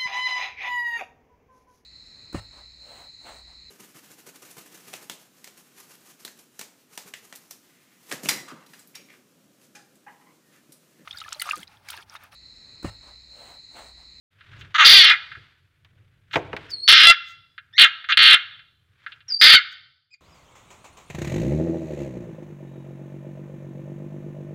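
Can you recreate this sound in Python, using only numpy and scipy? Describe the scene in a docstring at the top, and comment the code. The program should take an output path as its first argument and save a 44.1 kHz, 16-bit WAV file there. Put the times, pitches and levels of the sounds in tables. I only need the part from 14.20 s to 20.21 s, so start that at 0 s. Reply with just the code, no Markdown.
"""Frog seized by a snake

A small frog in a plastic tank screams five times, close to an overloaded microphone. Its larynx fires
rough pulses into throat and mouth resonances; thin squeals lead into some screams, and tank and room
ring after them. In between come croaks and dry ticks; the struggling animals slide, scrape and bump."""
import sys
import numpy as np
from scipy import signal
from scipy.fft import rfft, irfft
from scipy.io import wavfile

SR = 44100
rng = np.random.default_rng(int(sys.argv[2]) if len(sys.argv) > 2 else 0)


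def digitize_waveform(pressure):
    """Quantize a signal to 16-bit integers and store it at the path in sys.argv[1].

    Rows of a 2-D input are taken as channels; values are limited to [-1, 1].
    """
    field = np.atleast_2d(pressure).T
    bounded = np.clip(field, -1, 1)
    quanta = np.round(bounded * 32767).astype(np.int16)
    wavfile.write(sys.argv[1], SR, quanta)


N = 264952
TIME = np.arange(N) / SR


def from_db(db):
    return 10 ** (np.asarray(db) / 20)


def unit_rms(x):
    return x / np.sqrt(np.mean(x ** 2) + 1e-20)


def columns_at(rows, t):
    """Each column of a curve table at times t."""
    times, *columns = np.transpose(rows)
    return [np.interp(t, times, column) for column in columns]


def at_hz(points, hz):
    """Table lookup on a log-frequency axis."""
    points_hz, values = np.transpose(points)
    return np.interp(np.log(hz + 1), np.log(points_hz), values)


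def butter(x, hz, kind, order=2):
    return signal.sosfilt(signal.butter(order, hz, kind, fs=SR, output="sos"), x + 1e-18)


def add(out, start_s, sound):
    i = max(int(start_s * SR), 0)
    out[i:i + len(sound)] += sound[:max(N - i, 0)]


def wander(hz, samples=N):
    """Low-passed noise, rms 1."""
    return unit_rms(butter(rng.standard_normal(samples), hz, "low"))


def coloured_noise(colour):
    """Steady noise of a given spectrum, rms 1."""
    gain = from_db(at_hz(colour, np.fft.rfftfreq(N, 1 / SR)))
    return unit_rms(irfft(rfft(rng.standard_normal(N)) * gain, N))


def dying_noise(colour, t60s, tilt_db_per_octave=0):
    """Dense modes, each half octave decaying at its own rate; 1 s, energy 1."""
    t, out = TIME[:SR], 0
    edges_hz = 45 * 2 ** (np.arange(18) / 2)
    for low, high in zip(edges_hz, edges_hz[1:]):
        hz = np.sqrt(low * high)
        band = butter(rng.standard_normal(SR), [low, high], "band")
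        gain = from_db(at_hz(colour, hz) + tilt_db_per_octave * np.log2(hz))
        out = out + band * gain * from_db(-60 * t / at_hz(t60s, hz))
    return out / np.linalg.norm(out)


# Snake's moves: (centre [s], half length [s], rumble [dB], rustle [dB])
BODY_MOVES = [(0.376, 0.17, -49.5, -53.5), (1.098, 0.25, -62.5, -56.5), (1.794, 0.22, -56.5, -70.5),
              (2.23, 0.096, -48, -51.5), (2.441, 0.107, -49.5, -49.5), (4.889, 0.11, -73.5, -57.5),
              (5.112, 0.026, -76, -50.5)]
# Sliding spectra: (frequency [Hz], density [dB])
RUMBLE_SPECTRUM = [(30, -16), (60, -7.5), (100, 5), (150, -3), (220, -19), (400, -20.5), (1000, -35.5),
                   (8000, -64.5)]
RUSTLE_SPECTRUM = [(200, -7.5), (800, -8), (1500, 7.5), (3500, 0.5), (5500, -15.5), (9000, -27.5),
                   (15000, -38)]


def sliding_bodies(rumble_floor_db=-67, rustle_floor_db=-75.5, hiss_db=-82, swell_db=2.5, grain_db=2.0):
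    """Lumpy rumble and faint rustle swell with each move, over microphone hiss; all fade in and out."""
    rumble_gain, rustle_gain = from_db(rumble_floor_db), from_db(rustle_floor_db)
    for centre_s, half_s, rumble_db, rustle_db in BODY_MOVES:
        motion = np.exp(-((TIME - centre_s) / half_s) ** 2)
        rumble_gain = np.hypot(rumble_gain, from_db(rumble_db) * motion)
        rustle_gain = np.hypot(rustle_gain, from_db(rustle_db) * motion)
    swell = from_db(swell_db * wander(hz=2.7))
    grain = from_db(grain_db * wander(hz=40))
    hiss = from_db(hiss_db) * rng.standard_normal(N)
    rumble = rumble_gain * swell * coloured_noise(RUMBLE_SPECTRUM)
    rustle = rustle_gain * grain * coloured_noise(RUSTLE_SPECTRUM)
    fade_in = np.interp(TIME, (0.104, 0.12), (.01, 1))
    fade_out = from_db(-33.5 * np.maximum(TIME - 5.42, 0))
    return fade_in * fade_out * (hiss + rumble + rustle)


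def ping(hz, width_hz, delay_s=0):
    """A damped resonance answers one pulse, swelling and dying in a few cycles; energy 1."""
    t = np.maximum(TIME[:SR // 100] - delay_s, 0)
    wave = t ** 2 * np.exp(-np.pi * width_hz * t) * np.sin(2 * np.pi * hz * t)
    return wave / np.linalg.norm(wave)


def twin_ping(hz, delay_s=0, width_hz=1400, upper_db=-2.5):
    """Two resonances either side of hz, moving together; energy 1."""
    lower = ping(hz * 0.904, width_hz, delay_s)
    upper = from_db(upper_db) * ping(hz * 1.2036, width_hz, delay_s)
    return (lower - upper) / np.linalg.norm(lower - upper)


# Ticks: (time [s], level before high-pass [dB], high ring re low ring [dB])
TICKS = [(0.209, -31, -15.5), (0.2626, -40.5, -14.5), (0.332, -30.5, -19), (0.411, -27.5, -6.5),
         (1.117, -19, -18), (1.1516, -20.5, -23), (2.111, -28, -10.5), (3.3794, -19, -16),
         (3.8421, -18, -14), (3.922, 0.5, -3.5), (4.3925, -31, -8.5), (4.8632, -13.5, -22),
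         (4.9204, -26.5, -3), (5.0052, -37.5, -6)]


def ticks(gain_db=-0.5):
    """Faint ticks in the opening rustle, then scattered clicks; each a brief low and high ring."""
    out = np.zeros(N)
    for start_s, level_db, high_db in TICKS:
        pulse = ping(hz=1500, width_hz=610) + from_db(high_db) * twin_ping(hz=3100)
        add(out, start_s, from_db(level_db + gain_db) * pulse / np.abs(pulse).max())
    return butter(out, 1900, "high", order=4)


# Slips on the plastic: (centre [s], half length [s], level [dB])
SLIPS = [(0.405, 0.016, -58.5), (2.159, 0.029, -51.5), (2.509, 0.0063, -44.5), (3.098, 0.04, -59),
         (5.526, 0.013, -60)]
# Scrape spectrum: (frequency [Hz], density [dB])
SCRAPE_SPECTRUM = [(1000, -22), (3000, -6), (6500, 0.5), (10000, -20.5), (15000, -12.5)]


def scrapes(grain_db=4.0):
    """Scales and toes slip over the plastic with a bright, grainy hiss."""
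    contact = sum(from_db(db) * np.exp(-((TIME - s) / half_s) ** 2) for s, half_s, db in SLIPS)
    grain = from_db(grain_db * wander(hz=150))
    return contact * grain * coloured_noise(SCRAPE_SPECTRUM)


def larynx(controls, low_cut_hz, flank_db, bite_db, bite_ratio, shimmer_db=7, rasp=0.08):
    """The larynx snaps open once a cycle; strain scatters the timing and strength of the snaps."""
    out, time_s = np.zeros(N), controls[0][0]
    for timing, strength, balance in np.clip(rng.standard_normal((400, 3)), -2, 2):
        if time_s > controls[-1][0]:
            break
        rate_hz, jitter, throat_db, throat_hz, mouth_db, mouth_hz = columns_at(controls, time_s)
        delay_s = time_s * SR % 1 / SR
        period_s = np.exp((jitter + 0.013) * timing / 2) / max(rate_hz, 20)
        scatter_db = shimmer_db * jitter
        throat = ping(throat_hz, width_hz=1300, delay_s=delay_s)
        throat *= from_db(throat_db + scatter_db * balance)
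        mouth = from_db(mouth_db) * twin_ping(mouth_hz, delay_s)
        bite = ping(mouth_hz * bite_ratio, width_hz=1700, delay_s=delay_s)   # weak high resonance
        pulse = butter(throat + mouth, 1.5 * mouth_hz, "low", order=6)
        pulse += from_db(mouth_db + bite_db) * bite
        pulse *= 1 + rasp * rng.standard_normal(len(pulse))   # turbulence
        pulse *= np.sqrt(SR * period_s)   # longer cycles pass more air
        add(out, time_s, pulse * from_db(scatter_db * strength))
        time_s += period_s
    flanks = from_db(flank_db) * butter(out, (520, 860), "band", order=4)   # leak through the skin
    softened = butter(out, 5900, "low", order=4)
    return flanks + butter(softened, low_cut_hz, "high", order=8)   # a small body radiates no bass


# Croaks: (start [s], length [s], pulse rate [Hz], jitter [cycles], throat [dB], mouth [dB],
# bite re mouth [dB], low cut [Hz], flank leak [dB])
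CROAK_PUSHES = [(0.543, 0.023, 305, 0.19, -20, -26, -13, 1100, -13),
                (0.581, 0.064, 295, .07, -14.5, -18, -13.5, 1100, -7),
                (2.131, 0.012, 330, 0.1, -29.5, -30.5, -22, 1268, -28),
                (3.888, 0.026, 200, .15, -21, -27, -19, 1290, -22)]


def croak(push, sag=0.16, arch_db=5.5, throat_hz=1510, mouth_hz=3100):
    """A hoarse push through a nearly closed mouth swells and fades as its pitch sags."""
    start_s, length_s, rate_hz, jitter, throat_db, mouth_db, bite_db, low_cut_hz, flank_db = push
    controls = []
    for progress in np.linspace(0, 1, 11):
        dip_db = arch_db * (2 * progress - 1) ** 2
        pitch_hz = rate_hz * (1 - sag * (progress - .5))
        controls.append((start_s + progress * length_s, pitch_hz, jitter,
                         throat_db - dip_db, throat_hz, mouth_db - dip_db, mouth_hz))
    return larynx(controls, low_cut_hz, flank_db, bite_db, bite_ratio=2.05)


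# Screams: (start [s], mouth shuts [s], throat [dB], throat resonance [Hz], mouth [dB],
# mouth resonance [Hz], midway slack [dB], tiring loss [dB], bite re mouth [dB], low cut [Hz],
# flank leak [dB])
SCREAM_PUSHES = [(0.648, 0.914, -20.5, 1878, -9.5, 4026, -1, 10, -10, 1250, -6.5),
                 (2.678, 2.899, -17.5, 1557, -11.5, 3690, 3, 0, -7, 1410, -29),
                 (3.58, 3.644, -19, 1630, -13.5, 3470, -3.5, 1, -16, 1400, -16.5),
                 (3.972, 4.135, -19, 1595, -16.5, 3504, -2, -4, -16, 1400, -18),
                 (5.213, 5.357, -16.5, 1714, -10.5, 4083, 1.5, 1, -16, 1408, -22)]
# Pitch and strain, one curve per scream: (time [s], pulse rate [Hz], jitter [cycles])
SCREAM_CURVES = [
    [(0.65, 282, 0.087), (0.742, 401, 0.027), (0.815, 366, 0.043), (0.878, 260, 0.055), (0.915, 503, 0.049),
     (0.945, 380, .1)],
    [(2.678, 310, 0.15), (2.7, 333, 0.085), (2.77, 244, 0.14), (2.842, 409, 0.16), (2.852, 678, 0.064),
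     (2.89, 684, 0.012), (2.916, 675, 0.13), (2.94, 460, 0.31)],
    [(3.58, 292, .13), (3.615, 401, 0.08), (3.69, 293, 0.2)],
    [(3.971, 55, 0.017), (4.004, 100, 0.011), (4.09, 146, 0.033), (4.125, 282, 0.093), (4.152, 380, 0.056),
     (4.18, 213, 0.29)],
    [(5.213, 321, 0.23), (5.27, 296, .18), (5.335, 600, 0.18), (5.346, 764, .02), (5.366, 730, 0.021),
     (5.385, 690, 0.15), (5.4, 520, .15)],
]


def scream(push, curve, release_s=0.044, throat_db_per_s=330, mouth_db_per_s=847.5):
    """One open-mouthed push darkens as the frog tires; the mouth shuts, the throat dies away after it."""
    (start_s, shut_s, throat_db, throat_hz, mouth_db, mouth_hz,
     slack_db, tiring_db, bite_db, low_cut_hz, flank_db) = push
    t = np.arange(start_s, shut_s + release_s, 0.001)
    progress = np.minimum((t - start_s) / (shut_s - start_s), 1)
    tired = progress ** 1.8
    since_shut_s = np.maximum(t - shut_s, 0)
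    boom_db = 5 * np.exp(-((t - shut_s) / 0.021) ** 2)   # the throat booms as the mouth shuts
    loss_db = slack_db * np.sin(np.pi * progress) ** 2 + tiring_db * tired
    opening = 1 - 0.1 * tired - .009 * loss_db   # the mouth narrows as effort falls
    controls = np.column_stack([
        t, *columns_at(curve, t),
        throat_db + boom_db - throat_db_per_s * since_shut_s, throat_hz * (1 - 0.03 * tired),
        mouth_db - loss_db - mouth_db_per_s * since_shut_s, mouth_hz * opening])
    return larynx(controls, low_cut_hz, flank_db, bite_db, bite_ratio=1.4)


# Knocks on the tank: (time [s], relative level [dB], tilt [dB/octave])
KNOCKS = [(1.17, -42.5, -12.5), (1.647, -53, 8.5), (2.136, -29.5, 2), (2.157, -12, -1.5), (2.33, -25, -2),
          (2.365, -29, 6)]
# Wall spectrum: (frequency [Hz], density [dB])
WALL_SPECTRUM = [(40, -12.5), (100, 7), (220, -4.5), (380, 0.5), (550, 2.5), (800, 5), (1150, 1),
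                 (1800, 4.5), (3000, -1), (5000, -27), (8000, -51.5), (14000, -43)]
# Wall decay: (frequency [Hz], T60 [s])
WALL_DECAY = [(80, 0.07), (400, 0.17), (1500, 0.06), (8000, 0.02)]


def bumps(gain_db=24.5):
    """Bodies knock on the plastic: a short slap, the low mids ringing longest."""
    out = np.zeros(N)
    for start_s, level_db, tilt in KNOCKS:
        add(out, start_s, from_db(level_db + gain_db) * dying_noise(WALL_SPECTRUM, WALL_DECAY, tilt))
    return out


# Squeals: (start [s], end [s], pitch [Hz], start offset [fraction], end offset [fraction],
# final level [dB], second harmonic re first [dB])
THIN_SQUEALS = [(2.493, 2.679, 4205, 0.32, 0.1, -34.5, -27), (3.528, 3.573, 1880, -0.086, 0.21, -43, -2),
                (5.081, 5.213, 4570, .28, .1, -28, -40.5), (5.906, 5.942, 2647, -0.083, -0.16, -58, -1.5)]


def squeal(start_s, end_s, pitch_hz, start_offset, end_offset, final_db, second_db,
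           settle_s=.022, swell_db=12, swell_s=0.02, flutter_db=3.5):
    """Tight vocal folds catch roughly, then settle on a thin, unsteady tone that bends at the end."""
    t = np.arange(0, end_s - start_s, 1 / SR)
    hz = pitch_hz * (1 + start_offset * np.exp(-t / settle_s) + end_offset * (t / t[-1]) ** 4.3)
    wobble = wander(hz=400, samples=SR)[:len(t)]
    flutter = wander(hz=60, samples=SR)[:len(t)]
    wobble_depth = .005 + 0.018 * np.exp(-t / 0.016)
    phase = 2 * np.pi * np.cumsum(hz * (1 + wobble_depth * wobble)) / SR
    overtones = from_db(second_db) * np.sin(2 * phase) + from_db(2 * second_db - 9) * np.sin(3 * phase)
    level_db = final_db - swell_db * (np.exp(-t / swell_s) - np.exp(-t[-1] / swell_s))
    envelope = from_db(level_db + flutter_db * flutter) * signal.windows.tukey(len(t), .03)
    out = np.zeros(N)
    add(out, start_s, (np.sin(phase) + overtones) * envelope)
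    return out


# Standing waves between the walls: (frequency [Hz], width [Hz], relative gain [dB])
STANDING_WAVES = [(1413, 130, 4.5), (1676, 16, 1), (1848, 100, 1), (2123, 120, 7), (2445, 65, 7.5),
                  (2724, 70, 4.5), (2864, 84, 4), (3124, 91, 6.5), (3440, 35, -4), (3220, 19, -10.5),
                  (3970, 270, -5), (4285, 63, -4.5), (4780, 13, -7.5), (4695, 520, 2)]


def tank(x, trip_s=.00288, bounce=0.59, modes_db=-3.0, scatter_db=-5.0, scatter_s=0.0095):
    """Round trips between the walls repeat each pulse and build standing waves; later echoes scatter."""
    loop = np.r_[1, np.zeros(int(trip_s * SR)), -bounce]
    repeated = signal.lfilter(loop[::-1], loop, x + 1e-18)   # all-pass
    out = repeated.copy()
    for hz, width_hz, db in STANDING_WAVES:
        radius = np.exp(-np.pi * width_hz / SR)
        poles = [1, -2 * radius * np.cos(2 * np.pi * hz / SR), radius ** 2]
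        mode = (1 - radius ** 2) / 2 * signal.lfilter([1, 0, -1], poles, repeated)
        out += from_db(db + modes_db) * mode
    t = TIME[:SR // 10]
    echoes = rng.standard_normal(len(t)) * np.exp(-t / scatter_s) * (t > .0008)
    return out + from_db(scatter_db) * signal.fftconvolve(out, echoes / np.linalg.norm(echoes))[:N]


# Room spectrum: (frequency [Hz], density [dB])
ROOM_SPECTRUM = [(200, 3), (800, 0), (1500, 0), (3000, -2.5), (5000, -17), (12000, -4)]
# Room decay: (frequency [Hz], T60 [s])
ROOM_DECAY = [(300, 1), (1400, 0.52), (3000, 0.49), (4500, 0.85), (7000, 0.53), (14000, 0.13)]


def room(x, wet_db=-22.0, build_s=0.012):
    """Diffuse tail of the room around the tank."""
    tail = dying_noise(ROOM_SPECTRUM, ROOM_DECAY) * (1 - np.exp(-TIME[:SR] / build_s))
    return from_db(wet_db) * signal.fftconvolve(x, tail)[:N]


def scene(escape_db=-3.0):
    """The frog calls in the tank; the room answers the tank and what escapes through its open top."""
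    direct = sum(scream(push, curve) for push, curve in zip(SCREAM_PUSHES, SCREAM_CURVES))
    direct += sum(croak(push) for push in CROAK_PUSHES)
    direct += ticks()
    direct += sum(squeal(*row) for row in THIN_SQUEALS)
    inside = tank(direct) + bumps() + scrapes()
    reverb = room(inside) + room(from_db(escape_db) * direct)
    return (inside + reverb + sliding_bodies())[None]


def record(dry, clip_level=0.93, rolloff_hz=14000, cutoff_hz=15900):
    """The screams overload the input; the top treble is rolled off, then cut."""
    clipped = np.clip(dry, -clip_level, clip_level)
    steep_lowpass = signal.ellip(12, .1, 95, cutoff_hz, fs=SR, output="sos")
    return signal.sosfilt(steep_lowpass, butter(clipped, rolloff_hz, "low"))


dry = scene()
out = record(dry)
digitize_waveform(out)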